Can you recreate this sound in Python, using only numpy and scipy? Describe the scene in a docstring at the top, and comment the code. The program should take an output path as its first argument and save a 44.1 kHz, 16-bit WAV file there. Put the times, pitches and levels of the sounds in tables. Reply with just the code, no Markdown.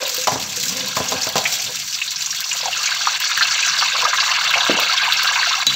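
"""A chicken leg fries in a deep metal pot on a kitchen hob, heard from just above the rim.
Trains of decaying sine bubbles fizz, then boil harder; resonators and echoes stand for the pot.
Single bubbles pop, glug with a climbing pitch, and drops spit as bright bursts of noise.
The pot knocks and slides on its support as damped modes; near the end metal tongs clink."""
import sys
import numpy as np
from scipy import signal
from scipy.fft import rfft, irfft
from scipy.io import wavfile
from scipy.ndimage import uniform_filter1d

SR = 44100
rng = np.random.default_rng(int(sys.argv[2]) if len(sys.argv) > 2 else 0)


def store_wav(level_fs):
    """Save 16-bit WAV to argv[1]."""
    pcm = np.round(np.clip(np.atleast_2d(level_fs), -1, 1) * 32767)
    wavfile.write(sys.argv[1], SR, pcm.T.astype(np.int16))


N = 253969
TIME = np.arange(N) / SR
TOP_HZ = 15650  # upper limit of the microphone

# Ringing of pot and support. 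Each row: frequency in Hz, relative level in dB, 60 dB decay time in s.
POT_MODES = [(125, -16.5, 0.34), (192.7, -11.5, 1), (259.4, 0.5, 0.23), (435, 0, 0.12), (500.6, -9, 0.58),
             (515, -7, 0.13), (628, 1, 0.19), (770, -11, 1), (1011, 6.5, 0.13), (1066, -1, 0.2),
             (1420, -27, .2)]
# Spectrum of the fine fizz, also of hard contacts. Each row: frequency in Hz, gain in dB.
FIZZ_COLOUR = [(200, -50), (600, -18), (1400, -7.5), (2600, -2.5), (4000, -0.5), (5800, -0.5), (7300, -3.5),
               (8200, -14.5), (9200, -31), (11500, -23), (15000, -14)]
# Spectrum of a sharp snap. Each row: frequency in Hz, gain in dB.
SNAP_COLOUR = [(300, -41), (1500, -14), (4000, 9), (7500, 4.5), (9200, -9.5), (11400, -9), (12600, 2.5),
               (15000, 5)]
# The loudest bubbles. Each row: start in seconds, pitch in Hz, level in dB before the gain of pops().
POPS = [(.682, 5370, -21), (.805, 3370, -21), (1.085, 6550, -19), (1.232, 5550, -15.5), (1.454, 2300, -12),
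        (1.532, 5470, -20), (1.944, 5170, -18.5), (2.016, 2570, -14.5), (2.16, 5500, -19.5),
        (2.206, 7100, -21), (2.26, 6350, -17.5), (2.306, 5630, -17), (2.441, 5160, -20), (2.514, 2670, -15),
        (2.529, 6900, -16.5), (2.568, 4400, -20), (2.656, 860, -16), (2.728, 2770, -17),
        (2.857, 6460, -16.5), (2.873, 2440, -16.5), (3.071, 1175, -7.5), (3.255, 4450, -17.5),
        (3.375, 1670, -12.5), (3.409, 1600, -9.5), (3.425, 4130, -10.5), (3.627, 2600, -13.5),
        (3.787, 4650, -13.5), (3.823, 1230, -12.5), (4.051, 1190, -9), (4.13, 1196, -13),
        (4.201, 4270, -13), (4.315, 2720, -13.5), (4.539, 2380, -9), (4.606, 3480, -13), (4.976, 3440, -12),
        (5.122, 3820, -12), (5.193, 1500, -15), (5.427, 1700, -12.5), (5.528, 3630, -12.5)]


def undb(db):
    """Decibels are logarithmic: 20 dB is a tenfold amplitude."""
    return 10 ** (np.asarray(db) / 20)


def unit(x):
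    """Normalisation by effective value: scale to rms 1."""
    return x / np.sqrt(np.mean(x ** 2))


def crest(x):
    """Normalisation by crest: scale to peak 1."""
    return x / np.abs(x).max()


def steady(x):
    """Levelling: hold the running mean power at 1 while leaving the fast grain alone."""
    power = uniform_filter1d(x ** 2, size=7000)
    return x / np.sqrt(np.maximum(power, 1e-12))


def add(out, s, x):
    """Superposition: mix a sound in at time s."""
    i = min(max(int(s * SR), 0), N)
    out[i:i + len(x)] += x[:N - i]


def fade(t60, size):
    """Exponential damping: the amplitude falls by 60 dB in t60 seconds."""
    return np.exp(-np.log(1000) * TIME[:size] / t60)


def swell(s, half_s):
    """Gaussian envelope: a smooth rise and fall around time s."""
    return np.exp(-((TIME - s) / half_s) ** 2)


def walk(rate):
    """Smoothed random steps: a slow fluctuation of rms 1."""
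    k = int(SR / rate)
    steps = rng.standard_normal(4096)[np.arange(N) // k]
    return unit(uniform_filter1d(uniform_filter1d(steps, k), k))


def through(x, response):
    """Linear system: convolve with its impulse response, keeping the length."""
    return signal.fftconvolve(x, response)[:len(x)]


def colour(x, points, size=4096):
    """Minimum-phase filtering: the cepstrum is folded to make the given spectrum causal."""
    hz, db = np.transpose(points)
    grid = np.maximum(np.fft.rfftfreq(size, 1 / SR), 1)
    gain_db = np.interp(np.log(grid), np.log(hz), db)
    cepstrum = irfft(np.log(undb(gain_db)))
    cepstrum[1:size // 2] *= 2
    cepstrum[size // 2 + 1:] = 0
    return through(x, irfft(np.exp(rfft(cepstrum))))


def band(x, hz, width):
    """Simple resonator: gain 1 at its centre, falling off on both sides."""
    return signal.lfilter(*signal.iirpeak(hz, hz / width, fs=SR), x)


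def tail(t60, db, size=16384):
    """Reverberation: direct sound followed by dense, fading reflections."""
    response = rng.standard_normal(size) * fade(t60, size)
    response *= TIME[:size] > .0007  # gap in s before the first reflection
    response *= undb(db) / np.linalg.norm(response)
    response[0] = 1
    return response


def ring(modes, size=22050):
    """Modal vibration: a sum of damped sines, each starting at a random phase."""
    total = np.zeros(size)
    for hz, db, t60 in modes:
        total += undb(db) * fade(t60, size) * np.sin(2 * np.pi * (hz * TIME[:size] + rng.random()))
    return total


def bubble(hz, cycles, rise, size=768):
    """Bubble oscillation: damped sines, a row each, with pitch climbing by the share `rise`."""
    cycles = np.reshape(cycles, (-1, 1))
    age = np.outer(hz, TIME[:size]) / cycles
    turns = cycles * (age + rise * (age + np.expm1(-age)))
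    return np.exp(-age) * np.sin(2 * np.pi * turns)


def kitchen(level_db=-49.0, unrest_db=3.0, handling_db=6, handling_s=0.89, handling_half_s=1.0):
    """Background noise: filtered noise of restless level, stronger while the pot is moved."""
    # Spectrum of the room. Each row: frequency in Hz, gain in dB.
    room_colour = [(25, -46), (50, -20), (90, -1.5), (150, 4.5), (230, -4), (350, -10.5), (700, -32),
                   (2000, -16), (8000, -17)]
    db = level_db + unrest_db * walk(rate=14) + handling_db * swell(handling_s, handling_half_s)
    return undb(db) * unit(colour(rng.standard_normal(N), room_colour))


def slide(gain_db=-1, reach=0.54, upper_db=-1.5):
    """Stick-slip friction: random slips excite the pot's modes near each push's own pitch."""
    # Pushes across the support. Each row: fastest point in seconds, half-length in seconds,
    # level in dB before gain_db, pitch in Hz.
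    pushes = [(0.017, 0.12, -35.5, 550), (0.794, 0.13, -35, 248), (1.148, 0.058, -32.5, 267),
              (1.453, 0.079, -54, 200), (1.7, 0.038, -41.5, 463)]
    slips = (rng.random(N) < 900 / SR) * rng.standard_normal(N)  # 900 slips per second on average
    rubbed = [(f, unit(band(band(slips, f, 0.1 * f), f, 0.1 * f))) for f, _, _ in POT_MODES]
    wall = unit(sum(mode for f, mode in rubbed if f > 470))  # every push also rubs the higher modes
    out = np.zeros(N)
    for s, half_s, db, hz in pushes:
        body = sum(np.exp(-(np.log(f / hz) / reach) ** 2) * mode for f, mode in rubbed)
        out += undb(db + gain_db) * swell(s, half_s) * (steady(body) + undb(upper_db) * wall)
    return out


def knocks(ring_db=-23, hob_db=-19):
    """Impact: each blow gives a dull thud, rings the pot, rumbles the hob and ticks at the contact."""
    # Blows on the support. Each row: start in seconds, level in dB, pitch that the contact favours
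    # in Hz, hard tick in dB relative to the body of the blow.
    blows = [(0.272, -13.5, 880, -3), (0.280, -15.5, 820, -9), (0.319, -21.5, 300, -20),
             (0.358, -24.5, 504, -21), (0.968, -17, 905, -6.5), (1.003, -19, 435, -24),
             (1.120, -19, 770, -21), (1.158, -30, 280, -20), (1.269, -24, 646, -2), (1.356, -16, 550, -5),
             (1.366, -20.5, 700, 2), (1.38, -26, 700, 9)]
    thud_colour = [(40, -13), (90, 13.5), (250, 3.0), (400, -4.5),
                   (750, 6.5), (1150, 3.0), (1550, -1.0), (4000, -6)]
    out, attack = np.zeros(N), int(.012 * SR)
    for s, db, hz, tick_db in blows:
        modes = ring(POT_MODES)
        thud, tick, rumble = rng.standard_normal((3, len(modes)))
        contact = fade(.045, len(modes))
        thud = thud * contact + undb(hob_db) * rumble * fade(0.8, len(modes))
        thud = colour(thud, thud_colour)
        body = band(thud + undb(ring_db) * modes, hz, 0.96 * hz)
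        tick = colour(tick * contact, FIZZ_COLOUR)
        # levels are set over the attack
        body /= np.std(body[:attack])
        tick /= np.std(tick[:attack])
        add(out, s, undb(db) * (body + undb(tick_db) * tick))
    return out


def clinks(crack_db=-1, snap_db=-7, hum_db=-28):
    """Coupled vibration: steel tongs tap and ring on the rim; the pot answers with a low hum."""
    # Taps on the rim. Each row: start in seconds, level in dB.
    taps = [(5.667, 1), (5.741, -6)]
    # Ringing of the tongs. Each row: frequency in Hz, relative level in dB, 60 dB decay time in s.
    tong_modes = [(3542, -4.5, 0.2), (3924, 7, 0.14), (4460, -17, 0.16), (6400, 3.5, 0.028),
                  (6700, -1, 0.065)]
    out = np.zeros(N)
    for s, db in taps:
        modes = ring(tong_modes)
        contact = rng.standard_normal(len(modes))
        crack = crest(colour(contact * fade(0.032, len(modes)), FIZZ_COLOUR))
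        snap = crest(colour(contact * fade(0.025, len(modes)), SNAP_COLOUR))
        hum = crest(band(ring(POT_MODES), 125, 32))
        tap = crest(crest(modes) + undb(crack_db) * crack + undb(snap_db) * snap)
        add(out, s, undb(db) * (tap + undb(hum_db) * hum))
    return out


def spits(gain_db=2.5):
    """Impulsive radiation: a water drop bursts in the oil with a sharp, bright snap."""
    # Bursting drops. Each row: start in seconds, level in dB before gain_db.
    drops = [(0.078, -12), (0.145, -9), (0.167, -11), (1.289, -15), (2.4048, -6.5), (3.201, -11),
             (3.374, -11), (4.5067, -17), (4.798, -8.5), (5.1313, -12), (5.232, -9), (5.246, -21)]
    out = np.zeros(N)
    for s, db in drops:
        snap = tail(t60=0.035, db=9, size=4096)
        add(out, s, undb(db + gain_db) * crest(colour(snap, SNAP_COLOUR)))
    return out


def glugs(wash_db=-17):
    """Shrinking cavity: a steam pocket climbs in pitch as it surfaces; oil washes into the hollow."""
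    # Large pockets of steam. Each row: start in seconds, pitch in Hz, level in dB,
    # decay in cycles of ringing, pitch rise as a share.
    pockets = [(0.026, 560, -20.5, 11, .03), (0.18, 504, -22.5, 15, 0.026), (0.574, 488, -27, 9.2, 0.023),
               (4.696, 250, -3.5, 0.77, 0.59)]
    body_colour = [(30, -40), (90, -9.5), (230, 12), (750, 10), (2000, -12)]
    out = np.zeros(N)
    for s, hz, db, cycles, rise in pockets:
        plop = bubble([hz], cycles, rise, size=12000)[0]
        # a sudden collapse also sets off a smaller, higher bubble
        plop += 2.0 * rise * bubble([1.8 * hz], 2 * cycles, rise, size=12000)[0]
        wash = unit(band(rng.standard_normal(len(plop)), hz, hz)) * fade(0.29, len(plop))
        body = colour(crest(plop) + undb(wash_db) * wash, body_colour)
        add(out, s, undb(db) * crest(body))
    return out


def vigour():
    """Drive level: strength of the boil in dB, 0 when it is rolling."""
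    # How hard the oil boils. Each row: time in seconds, level in dB.
    boiling = [(0.0, -31), (0.51, -38), (0.77, -31), (1.51, -31.5), (1.78, -35.5), (2.52, -32), (2.89, -26),
               (3.27, -27), (3.56, -25), (4.6, -22.5), (5.47, -22.5), (5.76, -26.5)]
    times, levels = np.transpose(boiling)
    return np.interp(TIME, times, levels) + 23  # a rolling boil stands at -23 dB


def stray_bubbles(count=68, level_db=-19, centre_hz=2970, spread_octaves=0.99):
    """Size sets pitch: lesser bubbles, deeper, louder and more varied as the boil grows."""
    slope, fall_oct_per_db, widen_oct_per_db, scatter_db = 0.43, .07, .045, 3.5
    when, pitch, strength = rng.random((count, 3)).T
    at = ((np.arange(count) + when) * N / count).astype(int)
    drive = vigour()[at]
    octaves = (spread_octaves + widen_oct_per_db * drive) * (2 * pitch - 1) - fall_oct_per_db * drive
    db = level_db + slope * drive + scatter_db * (2 * strength - 1)
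    hz = np.minimum(centre_hz * 2 ** octaves, TOP_HZ / 2)
    return np.column_stack([at / SR, hz, db])  # same columns as POPS


def pops(bubbles, gain_db=0.5, cycles=2.9, scatter=0.056, skin_db=-14, break_s=.011):
    """Fragmentation: a bubble breaks into smaller ones near its pitch, with a rasp as its skin tears."""
    pop_colour = [(150, -10), (380, -20), (600, -5), (7300, -2),
                  (8200, -15), (9300, -23), (12000, -22), (15000, -29)]
    out, length = np.zeros(N), 4096
    for s, hz, db in bubbles:
        burst = np.zeros(length)
        when, detune, sign = rng.random((3, 9))  # nine fragments
        span = break_s * 2 ** (rng.random() - .5)  # break-up time varies by half an octave either way
        lags = (np.arange(len(when)) + when - when[0]) / len(when)
        grains = bubble(hz * 2 ** (scatter * (2 * detune - 1)), cycles, rise=0.029)
        grains *= np.sign(sign - .5)[:, None]
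        for lag, grain in zip(lags, grains):
            i = int(lag * span * SR)
            burst[i:i + len(grain)] += (1 - .65 * lag) * grain
        burst += undb(skin_db) * rng.standard_normal(length) * fade(4 * span, length)
        burst = band(band(burst, hz, 1.3 * hz), hz, 1.3 * hz)
        burst = through(burst, tail(t60=.055, db=-6))
        add(out, s, undb(db + gain_db) * burst / np.std(burst[:int(span * SR)]))
    return colour(out, pop_colour)


def swarm(low_hz, high_hz, cycles, spread_db, count, size, spurt_s=.016):
    """Random superposition: spurts of steam, each a quick train of `size` bubbles near one pitch."""
    when, pitch, strength = rng.random((3, count, 1))
    lag, detune, life = rng.random((3, count, size))
    spurt_at = (np.arange(count)[:, None] + 2 * when) * N / count
    starts = (spurt_at + spurt_s * SR * lag ** 2).astype(int).ravel()
    hz = ((low_hz + (high_hz - low_hz) * pitch) * 2 ** (.5 * (detune - .5))).ravel()
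    # every spurt has its own strength; later bubbles in it are weaker
    sizes = undb(spread_db * np.minimum(-np.log(1 - strength), 2.5)) * (1 - .5 * lag)
    grains = bubble(hz, cycles * (.5 + life.ravel()), rise=0.051, size=512)
    grains *= (sizes.ravel() * np.sqrt(hz))[:, None]
    places = starts[:, None] + np.arange(grains.shape[1])
    return np.bincount(places.ravel(), grains.ravel(), N)[:N]


def in_pot(x, ring_db):
    """Cavity resonance: sound bounces between oil and wall and rings the pot's resonances."""
    # Resonances of air and wall. Each row: frequency in Hz, width in Hz, relative level in dB.
    cavity = [(725, 44, 5.5), (1069, 99, 7), (1631, 110, 12.5), (2166, 136, 7.5), (2680, 215, 8.5),
              (3530, 150, 5), (3945, 26, 17), (4405, 124, 14.5), (5820, 140, 12)]
    resonance = sum(undb(db) * band(x, hz, width) for hz, width, db in cavity)
    return through(x + undb(ring_db) * resonance, tail(t60=.045, db=-5))


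def film_bursts():
    """Shot noise: every film snaps at once and its hiss dies away between the walls."""
    strength = undb(5 * np.minimum(rng.exponential(size=N), 4))
    bursts = (rng.random(N) < 500 / SR) * strength  # 500 films per second on average
    decay = fade(.003, size=4096) ** 2 + undb(-11) * fade(.07, size=4096) ** 2
    power = through(bursts ** 2, decay)
    return np.sqrt(np.abs(power)) * rng.standard_normal(N)


def frying(flutter_db=0.76, count=4):
    """Layered boiling: fizz, boil and large bubbles rise at several spots; tiny films burst on top."""
    # Spectra of the layers. Each row: frequency in Hz, gain in dB.
    boil_colour = [(150, -33), (400, -31), (750, -11), (1050, -2), (1350, 0.5), (1650, -6.5), (3000, -4),
                   (4400, -5), (5200, -6), (8000, -48)]
    large_colour = [(100, -17), (340, -56.5), (480, 1), (850, 4), (1400, -21)]
    prickle_colour = [(300, -40), (1500, -1), (4000, 9), (7500, 10.5), (9200, -9.5), (11400, -12),
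                      (12600, 0), (15000, 0.5)]
    # Swirled oil washing over the wet skin. Each row: crest in seconds, strength from 0 to 1.
    washes = [(.13, 0.5), (.69, 0.92), (1.02, 0.46), (1.3, 0.2), (1.52, 0.92), (1.8, 0.03)]
    # Clusters of large slow bubbles. Each row: middle in seconds, gain in dB.
    gurgles = [(1.53, 13), (2.65, 22), (4.04, 14), (4.58, 13.5), (4.8, 13.5)]
    fizz, boil, large = np.zeros((3, N))
    for _ in range(count):
        fizz += in_pot(swarm(1700, 8500, cycles=2.8, spread_db=3.3, count=540, size=7), ring_db=-10)
        boil += in_pot(swarm(700, 4600, cycles=3.6, spread_db=3.5, count=600, size=4), ring_db=-2)
        large += in_pot(swarm(480, 850, cycles=1.4, spread_db=3, count=100, size=3), ring_db=-4)
    drive = vigour()
    wash = sum(strength * swell(s, half_s=0.098) for s, strength in washes)
    simmer = 4.4 * swell(3.55, half_s=0.7)  # dB added to the fizz while the boil builds
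    gurgle = sum(db * swell(s, half_s=0.095) for s, db in gurgles)
    # level at a rolling boil in dB, plus the dB gained per dB of boiling
    fizz_db = -24.5 + 0.33 * drive + simmer
    boil_db = -19 + 1.576 * drive
    large_db = -43 + 1.01 * drive + gurgle
    prickle_db = -33 - 0.3 * drive + 9 * wash  # a full wash adds 9 dB
    layers = undb(fizz_db) * steady(colour(fizz, FIZZ_COLOUR))
    layers += undb(boil_db) * steady(colour(boil, boil_colour))
    layers += undb(large_db) * steady(colour(large, large_colour))
    layers += undb(prickle_db) * steady(colour(film_bursts(), prickle_colour))
    return undb(flutter_db * walk(rate=39)) * layers


def lulls(hush_s=0.02, hush_db=-0.5):
    """Amplitude modulation: the sizzle sinks in short lulls and just before each of the loudest bubbles."""
    # Short lulls. Each row: start in seconds, end in seconds, gain in dB.
    pauses = [(1.307, 1.349, -4), (3.182, 3.201, -10.5), (5.637, 5.674, -10)]
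    dips = list(pauses) + [(s - hush_s, s, hush_db) for s, _, _ in POPS]
    db = sum(depth * ((TIME > start) & (TIME < end)) for start, end, depth in dips)
    return undb(uniform_filter1d(db, size=200))


def scene():
    """Superposition: everything at the hob, with a little reverberation from the tiled walls."""
    sizzle = lulls() * (frying() + pops(stray_bubbles()))
    hob = sizzle + pops(POPS) + glugs() + spits() + knocks() + slide() + clinks()
    walls = tail(t60=.3, db=-13)
    return (through(hob, walls) + kitchen())[None]


def record(dry):
    """Saturation and band limit: the microphone rounds the highest peaks and cuts the top."""
    rounded = np.tanh(0.69 * dry) / 0.73
    low_pass = signal.ellip(10, .2, 80, TOP_HZ, fs=SR, output="sos")
    return signal.sosfilt(low_pass, rounded)


dry = scene()
out = record(dry)
store_wav(out)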